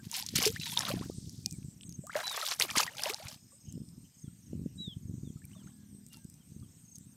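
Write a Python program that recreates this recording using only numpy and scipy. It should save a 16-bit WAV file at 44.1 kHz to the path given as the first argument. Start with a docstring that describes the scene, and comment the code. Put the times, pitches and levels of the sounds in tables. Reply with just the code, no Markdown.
"""Splashing water leads: a net with fish is hauled out of a lake by hand, in two bouts of surges.
Burst-modulated noise gives spray and slosh; snapping cavities give smacks; damped tones give bubbles;
sparse ringing grains give drips. Filtered pulses and single eddies of light wind buffet the microphone.
Gliding tones make birds whistle and chirp, gated noise makes insects buzz, and summed harmonics of a
firing rate make a small engine rev far off, over a steady hiss and a thin tone."""
import sys
import numpy as np
from scipy import signal
from scipy.fft import rfft, irfft, next_fast_len
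from scipy.io import wavfile
from scipy.ndimage import uniform_filter1d

SR = 44100
rng = np.random.default_rng(int(sys.argv[2]) if len(sys.argv) > 2 else 0)


def transcribe(signal):
    """Save signal, clipped to [-1, 1], as a 16-bit WAV file at the path in sys.argv[1]."""
    frames = np.atleast_2d(signal).T
    limited = np.clip(frames, -1, 1)
    pcm = np.round(limited * 32767).astype(np.int16)
    wavfile.write(sys.argv[1], SR, pcm)


N = 315756


def gain_of(db):
    """Logarithmic level: decibels become an amplitude ratio."""
    return 10 ** (np.asarray(db) / 20)


def evened(x):
    """Power normalisation: scales a signal to rms 1."""
    return x / np.sqrt(np.mean(x ** 2) + 1e-20)


def read(points, hz):
    """Interpolation of a spectrum, linear in its value over log frequency."""
    f, value = np.transpose(points)
    return np.interp(np.log(hz + 1), np.log(f + 1), value)


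def colour(x, shape):
    """Linear filtering: multiplies the spectrum by a gain given as a function of frequency."""
    size = next_fast_len(x.shape[-1])
    gain = shape(np.fft.rfftfreq(size, 1 / SR))
    return irfft(rfft(x, size) * gain, size)[..., :x.shape[-1]]


def add(mix, s, sound):
    """Superposition: adds a sound to the mix from time s."""
    part = mix[max(round(s * SR), 0):][:len(sound)]
    part += sound[:len(part)]


def train(per_s, spread_db):
    """Random point process: clicks of either sign, mostly small, a few large."""
    chance = rng.uniform(-1, 1, N) * SR / per_s
    hit = abs(chance) < 1
    size_db = spread_db * np.minimum(-np.log(abs(chance[hit])), 4)
    out = np.zeros(N)
    out[hit] = np.sign(chance[hit]) * gain_of(size_db)
    return out


# Hiss over the lake, relative spectrum: f/Hz, level/dB per Hz
AIR_SPECTRUM = [(150, -37), (250, -13.5), (500, -18.5), (1300, -23.5), (4500, -21), (5800, -17),
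                (6300, -15.5), (7500, -15.5), (8400, -6.5), (9500, -22.5), (10500, -31.5), (13000, -21.5),
                (15000, -31.5), (16000, -34.5)]
AIR_DB = -66.5  # rms


def air():
    """Stationary noise: even hiss, made patchy where a far insect chorus swells and fades."""
    frames, hz = N // 128 + 5, np.fft.rfftfreq(512, 1 / SR)
    real, imaginary, patches = rng.standard_normal((frames, 257, 3)).T
    patches = uniform_filter1d(patches, 8, 0)  # smooth over frequency
    patches = evened(uniform_filter1d(patches, 25, 1))  # smooth over time
    patchy_db = 2.2 + 1.4 * np.exp(-((hz - 7000) / 2200) ** 2)  # most uneven near 7 kHz
    level_db = read(AIR_SPECTRUM, hz)[:, None] + patchy_db[:, None] * patches
    frames_spectrum = (real + 1j * imaginary) * gain_of(level_db)
    hiss = signal.istft(frames_spectrum, nperseg=512, noverlap=384)[1][:N]
    return gain_of(AIR_DB) * evened(hiss)


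# Thin steady tone: f/Hz, rms level/dB
STEADY_TONE = [(13291, -79)]


def whine():
    """Pure tone: a sinusoid of constant frequency and level."""
    t = np.arange(N) / SR
    return sum(np.sqrt(2) * gain_of(db) * np.sin(2 * np.pi * f * t) for f, db in STEADY_TONE)


# Course of the wind noise: t/s, level/dB
GUST_LEVELS = [(0.03, -49.5), (0.2, -60.5), (0.33, -44), (0.75, -50), (0.95, -39), (1.15, -48), (1.65, -48),
               (1.8, -54.5), (2, -47.5), (2.38, -72), (2.7, -56), (3.3, -60), (3.601, -65.5), (3.72, -44.5),
               (4.05, -55), (4.13, -75), (4.25, -52), (4.42, -56), (4.55, -41.5), (4.95, -54), (5.1, -42),
               (5.42, -53), (5.8, -57), (6.28, -56), (6.45, -59.5), (6.6, -48), (6.8, -60)]
# Relative spectrum of the wind noise: f/Hz, level/dB per Hz
WIND_SPECTRUM = [(15, -45.5), (25, -24), (86, -2), (162, -0.5), (265, -8), (346, -19.5), (483, -33),
                 (717, -48), (1100, -59), (1430, -80), (2420, -120)]


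def gusts():
    """Turbulent pressure fluctuation: lumpy pulses and noise, low-frequency coloured."""
    s, db = np.transpose(GUST_LEVELS)
    lumps = evened(train(75, 4.0)) + 0.65 * rng.standard_normal(N)
    rumble = evened(colour(lumps, lambda hz: gain_of(read(WIND_SPECTRUM, hz))))
    return rumble * gain_of(np.interp(np.arange(N) / SR, s, db))


# Strongest eddies thumping the microphone: onset t/s, envelope peak level/dB, centre f/Hz
EDDIES = [(0.061, -30.5, 147), (0.33, -28, 225), (0.38, -24.5, 257), (0.535, -31.5, 113), (0.931, -22, 255),
          (1.003, -25, 235), (1.052, -30.5, 202), (1.09, -25.5, 340), (1.175, -27.5, 156),
          (1.577, -30.5, 150), (1.651, -33.5, 125), (1.983, -28.5, 153), (2.763, -25.5, 250),
          (3.249, -35, 100), (3.677, -33.5, 108), (3.747, -32, 169), (3.768, -31.5, 230),
          (3.809, -32, 180.4), (4.235, -33.5, 148.3), (4.271, -32.5, 146), (4.523, -27.5, 255),
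          (4.587, -31, 200), (4.652, -23.5, 215), (4.795, -34.5, 177), (4.871, -28.5, 178),
          (4.96, -28, 127), (5.047, -31, 118), (5.088, -30, 173.5), (5.225, -28, 164),
          (5.266, -31.5, 178.6), (5.295, -30.5, 170), (5.351, -33, 133), (5.439, -37, 119.6),
          (5.636, -39, 149), (5.94, -39, 177), (6.243, -33.5, 154), (6.556, -33.5, 160),
          (6.609, -35.5, 105)]
THUMP_BUILD_S, THUMP_CORE = .0098, .64  # from onset to peak; share of the sharp core


def thumps():
    """Wave packet: each eddy is one short swing of pressure with a sharper core, in random phase."""
    out = np.zeros(N)
    t = np.arange(-900, 900) / SR  # zero at the peak
    for (s, db, hz), turn in zip(EDDIES, rng.random(len(EDDIES))):
        swing = (1 - THUMP_CORE) * np.exp(-(t * hz / 0.77) ** 2)
        core = THUMP_CORE * np.exp(-(t * hz / 0.26) ** 2)
        carrier = np.cos(2 * np.pi * (hz * t + turn))
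        add(out, s + THUMP_BUILD_S + t[0], gain_of(db) * carrier * (swing + core))
    return out


# Far engine: t/s, firing rate f/Hz, level/dB
ENGINE_COURSE = [(5.398, 39.4, -63), (5.5, 32.8, -60), (5.6, 39.2, -53), (5.77, 41.3, -58.5),
                 (6.019, 39.6, -55.5), (6.121, 41, -70.5), (6.471, 33.7, -74), (6.891, 27.3, -70.5),
                 (7.16, 30, -62)]


def engine():
    """Harmonic series: one puff a firing; low orders near the pipe resonance carry across the water."""
    s, per_s, db = np.transpose(ENGINE_COURSE)
    t = np.arange(s[0], s[-1], 1 / SR)
    hz = np.interp(t, s, per_s)
    turns = np.cumsum(hz) / SR
    puffs = np.zeros(len(t))
    for order in range(2, 12):
        resonance = 1 / (1 + (np.log(order * hz / 205) / .24) ** 2) ** 1.6  # centred on 205 Hz
        puffs += np.cos(2 * np.pi * order * turns) * resonance
    fade_in = np.minimum((t - s[0]) / 0.11, 1)
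    out = np.zeros(N)
    add(out, s[0], gain_of(np.interp(t, s, db)) * evened(puffs) * fade_in)
    return out


def rasp(length, centre_hz, width_hz, per_s):
    """Amplitude modulation: regular wing strokes gate a band of noise."""
    t = np.arange(0, length, 1 / SR)
    noise = rng.standard_normal(2 * SR)
    band = colour(noise, lambda hz: np.exp(-((hz - centre_hz) / width_hz) ** 2))[:len(t)]
    strokes = 0.39 + np.sin(np.pi * per_s * t) ** 2
    return evened(band * strokes) * signal.windows.tukey(len(t), min(0.04 / length, 1))


# High insect buzzes: start t/s, length t/s, level before end fades/dB, centre f/Hz
HIGH_BUZZES = [(1.13, 0.088, -58.5, 8360), (1.475, 0.12, -58, 8130), (1.633, 0.12, -62.5, 7800),
               (1.799, 0.097, -58, 8260), (2.0, 0.12, -60, 7900), (3.502, 0.073, -61.5, 8350),
               (3.826, .1, -66, 8460), (4.171, 0.12, -69, 8400), (4.752, 0.14, -66.5, 7520),
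               (4.957, 0.05, -70, 8600), (5.099, 0.25, -68.5, 6660), (5.618, 0.116, -73, 8400),
               (6.3, 0.083, -70.5, 8270), (6.564, 0.1, -69.5, 8400), (6.988, 0.076, -63.5, 7690)]
BUZZ_WIDTH_HZ, BUZZ_PER_S = 850, 200  # noise band; wing strokes


def buzzes():
    """Gated narrow-band noise: short high buzzes."""
    out = np.zeros(N)
    for s, length, db, hz in HIGH_BUZZES:
        add(out, s, gain_of(db) * rasp(length, hz, BUZZ_WIDTH_HZ, BUZZ_PER_S))
    return out


# Low rasps of a further insect: start t/s, length t/s, level before end fades/dB, centre f/Hz
LOW_RASPS = [(3.65, 0.12, -72.5, 3000), (4.03, .05, -73, 2940), (4.505, .08, -78, 2900),
             (4.657, 0.11, -79.5, 2700)]
RASP_WIDTH_HZ, RASP_PER_S = 300, 100  # noise band; wing strokes


def low_rasps():
    """Gated narrow-band noise at a lower centre and stroke rate."""
    out = np.zeros(N)
    for s, length, db, hz in LOW_RASPS:
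        add(out, s, gain_of(db) * rasp(length, hz, RASP_WIDTH_HZ, RASP_PER_S))
    return out


# One long trill: start t/s, length t/s, level before fading/dB, centre f/Hz, width f/Hz, stroke rate f/Hz
LONG_TRILL = (3.28, .95, -70, 5150, 230, 41)


def cricket():
    """Gated narrow-band noise with slow strokes, its level falling linearly in decibels."""
    s, length, db, *voice = LONG_TRILL
    trill = rasp(length, *voice)
    out = np.zeros(N)
    add(out, s, gain_of(db + np.linspace(0, -8, len(trill))) * trill)
    return out


def flock():
    """Random superposition: many small birds far off, faint falling chirps in runs of three."""
    out, u = np.zeros(N), np.linspace(0, 1, 1600)
    envelope = np.sin(np.pi * np.minimum(2.3 * u, 1))  # silent for the rest of each chirp period
    for hz in np.geomspace(5500, 7000, num=7):
        chirp = envelope * np.sin(2 * np.pi * np.cumsum(hz * (1 - 0.3 * u)) / SR)
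        out += signal.oaconvolve(train(2.6, 2.3), np.tile(chirp, 3))[:N]
    return gain_of(-78.5) * evened(out)


def glide(start_hz, end_hz, length):
    """Frequency modulation: one short chirp whose pitch slides ever faster."""
    u = np.linspace(0, 1, int(length * SR))
    hz = start_hz + (end_hz - start_hz) * u ** 1.71
    return np.sin(np.pi * u) ** 0.34 * np.sin(2 * np.pi * np.cumsum(hz) / SR)


# Lower single calls: start t/s, peak level/dB, start f/Hz, end f/Hz, length t/s
SINGLE_CALLS = [(1.444, -61, 2440, 2450, 0.053), (1.516, -64.5, 2480, 2160, 0.042),
                (4.239, -71, 3510, 2950, .05), (5.245, -66, 3670, 3130, 0.061),
                (5.551, -65, 3670, 2810, 0.076), (5.72, -79, 1700, 1570, .18),
                (6.175, -76, 1620, 1570, 0.086), (6.101, -63, 2830, 2720, 0.084),
                (6.403, -71, 3240, 2965, 0.032), (6.628, -70, 3370, 3030, 0.029)]


def chirps():
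    """Frequency glide: one sliding tone a call."""
    out = np.zeros(N)
    for s, db, start_hz, end_hz, length in SINGLE_CALLS:
        add(out, s, gain_of(db) * glide(start_hz, end_hz, length))
    return out


# Runs of quick falling chirps: start t/s, number of chirps (rounded when played), onset spacing t/s,
# peak level/dB of the swell at chirp index (number - 1.5), counted from 0
CHIRP_RUNS = [(1.854, 2.8, 0.043, -50.5), (3.607, 3.15, 0.039, -54), (4.14, 3.4, 0.038, -55.5),
              (4.385, 3, 0.037, -63), (4.926, 3.7, 0.048, -63.5), (5.63, 2.4, .035, -59.5),
              (6.45, 4.2, .033, -69), (6.845, 3.96, .034, -51), (7.114, 1.03, .035, -65)]
TRILL_FROM_HZ, TRILL_TO_HZ, TRILL_NOTE_S = 6650, 6130, 0.0218
SWELL_DB = 3.5  # each chirp louder than the one before


def trills():
    """Periodic repetition: evenly spaced falling glides in a crescendo."""
    out = np.zeros(N)
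    for s, number, gap, db in CHIRP_RUNS:
        for k in range(round(number)):
            level_db = db - SWELL_DB * (number - 1.5 - k)
            add(out, s + k * gap, gain_of(level_db) * glide(TRILL_FROM_HZ, TRILL_TO_HZ, TRILL_NOTE_S))
    return out


# Falling whistles of one bird: start t/s, length t/s, top f/Hz, rms level before fading/dB
FALLING_WHISTLES = [(0.586, 0.17, 3990, -45.5), (2.226, 0.15, 3980, -38.5), (4.774, 0.17, 3915, -44)]
WHISTLE_RISE_S, WHISTLE_FADE_DB = 0.035, -11.5  # the fade is complete at the end
SCOOP, SCOOP_S = 0.046, .008  # starts flat by this share of the top pitch; time constant of the rise
LEVEL_S, DROP_HZ_PER_S, BEND_S = .062, 8200, 0.0084  # stays level, then bends into a slide


def whistles():
    """Frequency modulation: a near-pure tone scoops up, stays level, then slides down."""
    out = np.zeros(N)
    for s, length, top_hz, db in FALLING_WHISTLES:
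        t = np.arange(0, length, 1 / SR)
        scooped_hz = top_hz * (1 - SCOOP * np.exp(-t / SCOOP_S))
        slide_hz = DROP_HZ_PER_S * BEND_S * np.logaddexp(0, (t - LEVEL_S) / BEND_S)
        tone = np.sqrt(2) * np.sin(2 * np.pi * np.cumsum(scooped_hz - slide_hz) / SR)
        swell = np.minimum(t / WHISTLE_RISE_S, 1) * gain_of(db + WHISTLE_FADE_DB * (t / length) ** 2)
        add(out, s, swell * tone * signal.windows.tukey(len(t), .1))
    return out


def birds():
    """Reverberation: the calls flutter a little in level and return as scattered echoes off the shore."""
    calls = whistles() + trills() + chirps()
    flutter = gain_of(0.68 * evened(uniform_filter1d(rng.standard_normal(N), size=220)))
    t = np.arange(6000) / SR
    echoes = rng.standard_normal(6000) * gain_of(-60 * t / 0.2) * (t > .008)  # 60 dB down in 0.2 s
    echoes /= np.linalg.norm(echoes)
    return calls * flutter + gain_of(-16.0) * signal.oaconvolve(calls, echoes)[:N]


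# Relative spectrum of the splashing water: f/Hz, level/dB per Hz
WATER_SPECTRUM = [(240, -46), (400, -10), (598, -4), (865, 0), (1900, -2.5), (2880, -5.5), (4800, -3.5),
                  (12300, -8.5), (16000, -21.5)]


def grains(low_hz, high_hz, per_s, cycles, rise, count):
    """Granular superposition: tiny bubbles ring briefly, gliding up, at random moments."""
    out = np.zeros(N)
    for hz in np.geomspace(low_hz, high_hz, count):
        turns = np.arange(int(4 * cycles * SR / hz)) * hz / SR
        envelope = np.exp(-turns / cycles) * (1 - np.exp(-turns / 2.2))
        ring = np.sin(2 * np.pi * turns * (1 + rise * turns)) * envelope
        weight = hz * gain_of(read(WATER_SPECTRUM, hz))
        out += weight * signal.oaconvolve(train(per_s / count, 3.2), ring)[:N]
    return evened(out)


def spitting(low_hz, high_hz, shared, per_s, spread_db):
    """Modulated noise: a band of hiss spits in bursts, partly with the other bands, partly alone."""
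    clicks = shared + evened(abs(train(per_s, spread_db)))
    spits = signal.lfilter([1], [1, -np.exp(-1 / (0.005 * SR))], clicks)  # 5 ms decay

    def band(hz):
        edges = (1 + (low_hz / (hz + 1)) ** 6) * (1 + (hz / high_hz) ** 6)
        return gain_of(read(WATER_SPECTRUM, hz)) / np.sqrt(edges)

    envelope = evened(0.15 + evened(spits) ** 1.206)
    return colour(envelope * rng.standard_normal(N), band)


def drips():
    """Sparse granular noise: faint drips tick at random throughout."""
    return gain_of(-81.5) * grains(8000, 14500, 90, 1.5, 0.0081, count=8)


# Trapped air ringing: start t/s, level before the envelope/dB, start f/Hz, pitch rise (share of start f per s)
AIR_POCKETS = [(0.0006, -53, 1600, -1), (0.1299, -42.5, 988, -10), (0.172, -46, 720, 6.5),
               (0.197, -44.5, 950, 5), (0.2283, -46, 800, 11), (0.4639, -20, 411, 3),
               (0.5613, -32, 1650, 26.5), (0.6135, -34.5, 2630, 7), (0.6673, -43, 945, -2),
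               (0.7245, -42, 860, 14), (0.7685, -30.5, 950, -0.5), (0.774, -23.5, 3560, 5),
               (0.828, -40.5, 1000, 25.5), (0.8676, -40, 1022, 38), (0.9024, -30, 506, 18),
               (0.9726, -43, 660, 4.7), (1.021, -41, 943, 31), (1.11, -59, 1190, 2),
               (1.465, -55.5, 780, -1), (2.0375, -45, 540, 15), (2.0713, -45, 1170, 4),
               (2.0955, -34, 1190, 45), (2.1552, -22.5, 570, 6), (2.192, -42, 1260, 32),
               (2.3083, -38, 834, 40.5), (2.4268, -29, 1353, -5.5), (2.6375, -39, 430, -13.5),
               (2.6928, -35.5, 1710, 15), (2.8781, -30, 1954, -6), (3.0597, -29, 554, 12.5),
               (3.0985, -35, 369, 14), (3.1381, -41.5, 754, 9), (3.1994, -42.5, 582, 13),
               (3.2232, -46, 757, 7), (3.29, -53, 610, 0.5), (3.5202, -61, 1105, 4), (3.53, -60, 519, 5.5),
               (4.2826, -64, 1423, -4.5), (5.369, -61.5, 1273, 2), (5.4185, -56.5, 1704, 5),
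               (5.4424, -54, 2340, -1), (5.5331, -54.5, 2930, 7), (5.5507, -59, 1165, -3),
               (5.5617, -57, 626, 0), (5.6726, -55, 1270, 29), (6.1414, -58, 1330, 1),
               (6.1706, -59.5, 880, 1.5), (6.6255, -62, 1218, -3)]
BUBBLE_LIFE_S, BUBBLE_SIZE_LAW = .03, 0.6  # life at 1 kHz; bigger, lower bubbles last longer
BUBBLE_FADE_DB = -27  # fading over its life


def bubbles():
    """Volume resonance: damped tones whose pitch drifts as the air pocket nears the surface."""
    out = np.zeros(N)
    for s, db, hz, rise in AIR_POCKETS:
        life = BUBBLE_LIFE_S * (1e3 / hz) ** BUBBLE_SIZE_LAW
        t = np.arange(0, life + 0.0028, 1 / SR)
        onset = 1 - np.exp(-t * hz / 0.46)
        ending = np.clip((t[-1] - t) / 0.0055, 0, 1)
        shape = onset * ending * gain_of(BUBBLE_FADE_DB * t / life)
        add(out, s, gain_of(db) * shape * np.sin(2 * np.pi * hz * (t + rise * t ** 2 / 2)))
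    return out


# Drops and slaps that strike the water: start t/s, level before the part weights/dB, centre f/Hz
WATER_STRIKES = [(0.1144, -17, 6740), (0.141, -17, 4600), (0.225, -18, 4430), (0.2639, -14.5, 5960),
                 (0.288, -16.5, 4200), (0.3585, -8.5, 5640), (0.3842, -19.5, 2250), (0.427, -8, 5850),
                 (0.439, -20, 5060), (0.4509, -12, 2440), (0.456, -6, 5030), (0.4627, -7, 5330),
                 (0.5992, -23, 4230), (0.612, -26, 4040), (0.6345, -21.5, 3660), (0.6776, -20.5, 3380),
                 (0.7737, -7, 3560), (0.7915, -8.5, 5880), (0.821, -20, 3300), (0.852, -15, 3520),
                 (0.8931, -18.5, 4670), (0.9141, -21, 2530), (0.9925, -29, 3420), (1.295, -27, 5860),
                 (1.46, -8.5, 5400), (1.5102, -24.5, 6040), (1.5256, -25, 7150), (1.628, -45, 2500),
                 (1.8098, -33, 3200), (1.8335, -36, 3320), (1.8935, -27.5, 6370), (1.925, -30, 5840),
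                 (2.0685, -25, 7540), (2.153, -21, 1720), (2.205, -23, 1720), (2.231, -33, 4500),
                 (2.279, -14, 4350), (2.4142, -15, 3780), (2.465, -12.5, 3770), (2.4765, -20, 3900),
                 (2.4854, -19, 4300), (2.513, -13, 4650), (2.5986, -4, 5530), (2.611, -5.5, 2420),
                 (2.6221, -4.5, 4100), (2.7028, -16, 3080), (2.762, -13.5, 5160), (2.7758, -11.5, 4800),
                 (2.805, -8.5, 4900), (2.9826, -18.5, 3440), (3.0358, -9, 5360), (3.057, -16.5, 2600),
                 (3.1, -17.5, 2610), (3.1363, -18, 4600), (3.1444, -15.5, 5070), (3.2699, -25.5, 2410),
                 (3.344, -32, 4200), (3.7244, -30, 7140), (3.8882, -40, 5280), (5.453, -30, 10400),
                 (6.0648, -32, 7170), (6.132, -34, 8070), (6.144, -36, 4500), (6.1704, -33, 8410),
                 (6.086, -40, 8200), (6.245, -35.5, 7560), (6.3407, -38, 6720), (6.6, -47.5, 4800),
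                 (6.2993, -32.5, 8400), (6.957, -30, 6373), (6.964, -39.5, 6190), (6.984, -30.5, 8340)]


def smacks():
    """Cavity collapse: a cavity snaps shut in about three cycles, with a crack of noise around its pitch."""
    out, t = np.zeros(N), np.arange(512) / SR
    for (s, db, hz), noise in zip(WATER_STRIKES, rng.standard_normal((len(WATER_STRIKES), 512))):
        crack = colour(noise, lambda f: 1 / (1 + (0.79 * hz / (f + 1)) ** 4) / (1 + (f / (1.5 * hz)) ** 4))
        crack = evened(crack) * t / 0.0012 * np.exp(1 - t / 0.00082)
        snap = np.sin(2 * np.pi * hz * t) * np.exp(-((hz * t - 2.2) / 1.6) ** 2)
        add(out, s, gain_of(db) * (0.16 * crack + 0.41 * snap))
    return out


# Froth settling: t/s, level of its noise part/dB
FROTH_LEVELS = [(.85, -71), (1.05, -57.5), (1.35, -60.5), (1.55, -65.5), (1.75, -77)]


def froth():
    """Band-limited noise with fine grains: froth hisses on as it settles."""
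    s, db = np.transpose(FROTH_LEVELS)
    noise = rng.standard_normal(N)
    hiss = colour(noise, lambda hz: np.exp(-(np.log(hz / 5600 + 1e-9) / 0.49) ** 2))
    fizz = grains(3200, 13000, 200, 1.8, 0.021, count=8)
    level_db = np.interp(np.arange(N) / SR, s, db, -120, -120)
    return (evened(hiss) + 0.45 * fizz) * gain_of(level_db)


# Surges of water as the fish thrash and the net lifts: start t/s, build t/s, hold t/s,
# spray envelope level/dB, slosh envelope level relative to the spray/dB
WATER_SURGES = [(0, 0.04, 0.16, -60, -12.5), (0.086, 0.064, 0.049, -38.5, -19),
                (0.238, .03, 0.093, -54, -41), (0.351, 0.0069, 0.016, -29, -23),
                (0.387, 0.024, 0.027, -34, -3), (0.446, .008, 0.0047, -28.5, -19.5),
                (0.507, 0.022, .045, -53, -17), (0.574, 0.08, 0.099, -43, -24.5),
                (0.748, 0.035, 0.13, -44.5, -1), (0.905, 0.019, 0.12, -56.5, -2),
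                (2.082, 0.051, 0.026, -55.5, 2.5), (2.148, .014, 0.11, -48, 4.5),
                (2.247, 0.093, 0.1, -44.5, 0), (2.422, 0.032, 0.07, -38, -9.5),
                (2.583, 0.024, 0.014, -32, -4), (2.663, 0.025, 0.077, -48.5, -0.5),
                (2.749, 0.013, 0.056, -34.5, 1), (2.836, 0.015, 0.11, -57.5, 5),
                (2.957, 0.033, 0.12, -43.5, 0), (3.122, 0.016, 0.092, -56.5, -4),
                (3.228, 0.024, 0.076, -53.5, -3.5), (5.412, 0.1, 0.18, -76.5, 4),
                (6.109, 0.018, 0.013, -58, -21)]
SURGE_FALL_DB_PER_S = 422.5
RUNOFF_DB, RUNOFF_FALL_DB_PER_S = -17.5, 129.5  # water draining back, relative to its surge
RUNOFF_SLOSH_DB = -5  # the slosh runs off fainter still


def surges(slosh):
    """Exponential decay: a surge rises, holds and falls fast; a fainter, slower runoff follows it."""
    t, power = np.arange(N) / SR, np.zeros(N)
    for s, build, hold, spray_db, slosh_db in WATER_SURGES:
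        after = np.maximum(t - s - build - hold, 0)
        runoff = gain_of(RUNOFF_DB + slosh * RUNOFF_SLOSH_DB - RUNOFF_FALL_DB_PER_S * after)
        rise = np.clip((t - s) / build, 0, 1) ** 2
        shape = rise * (gain_of(-SURGE_FALL_DB_PER_S * after) + runoff)
        power += (gain_of(spray_db + slosh * slosh_db) * shape) ** 2
    return np.sqrt(power)


def spray(shared):
    """High-band modulated noise: spitting treble plus the fizz of tiny bubbles."""
    treble = spitting(2500, 5000, shared, 150, 1.3)
    treble += spitting(4660, 6800, shared, 160, 10.0)
    treble += spitting(14000, 24000, shared, 202.6, 5.9)
    fizz = grains(2800, 13000, 900, 6.6, 0.0078, count=14)
    return gain_of(-0.5) * evened(treble) + gain_of(-4.0) * fizz


def slosh(shared):
    """Low-band modulated noise: a duller rush plus larger bubbles."""
    rush = spitting(2100, 2800, shared, 86.5, 3.5) + spitting(347, 2000, shared, 66, 2.7)
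    large_bubbles = grains(400, 3000, 230, 4.2, .005, count=22)
    return gain_of(-3.5) * evened(rush) + gain_of(-2.5) * large_bubbles


def splash():
    """Common modulation: spray and slosh share spits and surge together; froth is added."""
    shared = 0.45 * evened(abs(train(62, 5.9)))
    return surges(False) * spray(shared) + surges(True) * slosh(shared) + froth()


def scene():
    """Superposition: everything reaches two close microphone ports alike."""
    mix = air() + whine() + gusts() + thumps() + engine()
    mix += buzzes() + low_rasps() + cricket() + flock() + birds()
    mix += drips() + bubbles() + smacks() + splash()
    return np.array([mix, mix])


# Difference between the ports: f/Hz, left minus right level/dB
PORT_DIFFERENCE = [(900, 0), (1300, 0), (1800, 4.5), (2700, 0), (8500, 1), (10000, -5), (11500, 0.5)]
EDGE_HZ = 15800  # upper band limit


def record(dry):
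    """Transducer response: deepest bass cut, ports differing in two narrow bands, then a band limit."""
    def response(hz):
        difference_db = np.outer([.5, -.5], read(PORT_DIFFERENCE, hz))
        return gain_of(difference_db) / np.sqrt(1 + (58 / (hz + 1)) ** 4)

    ports = colour(dry, response)
    low_pass = signal.firwin(255, EDGE_HZ, window=("kaiser", 9), fs=SR)
    return signal.oaconvolve(ports, low_pass[None], "same")


dry = scene()
out = record(dry)
transcribe(out)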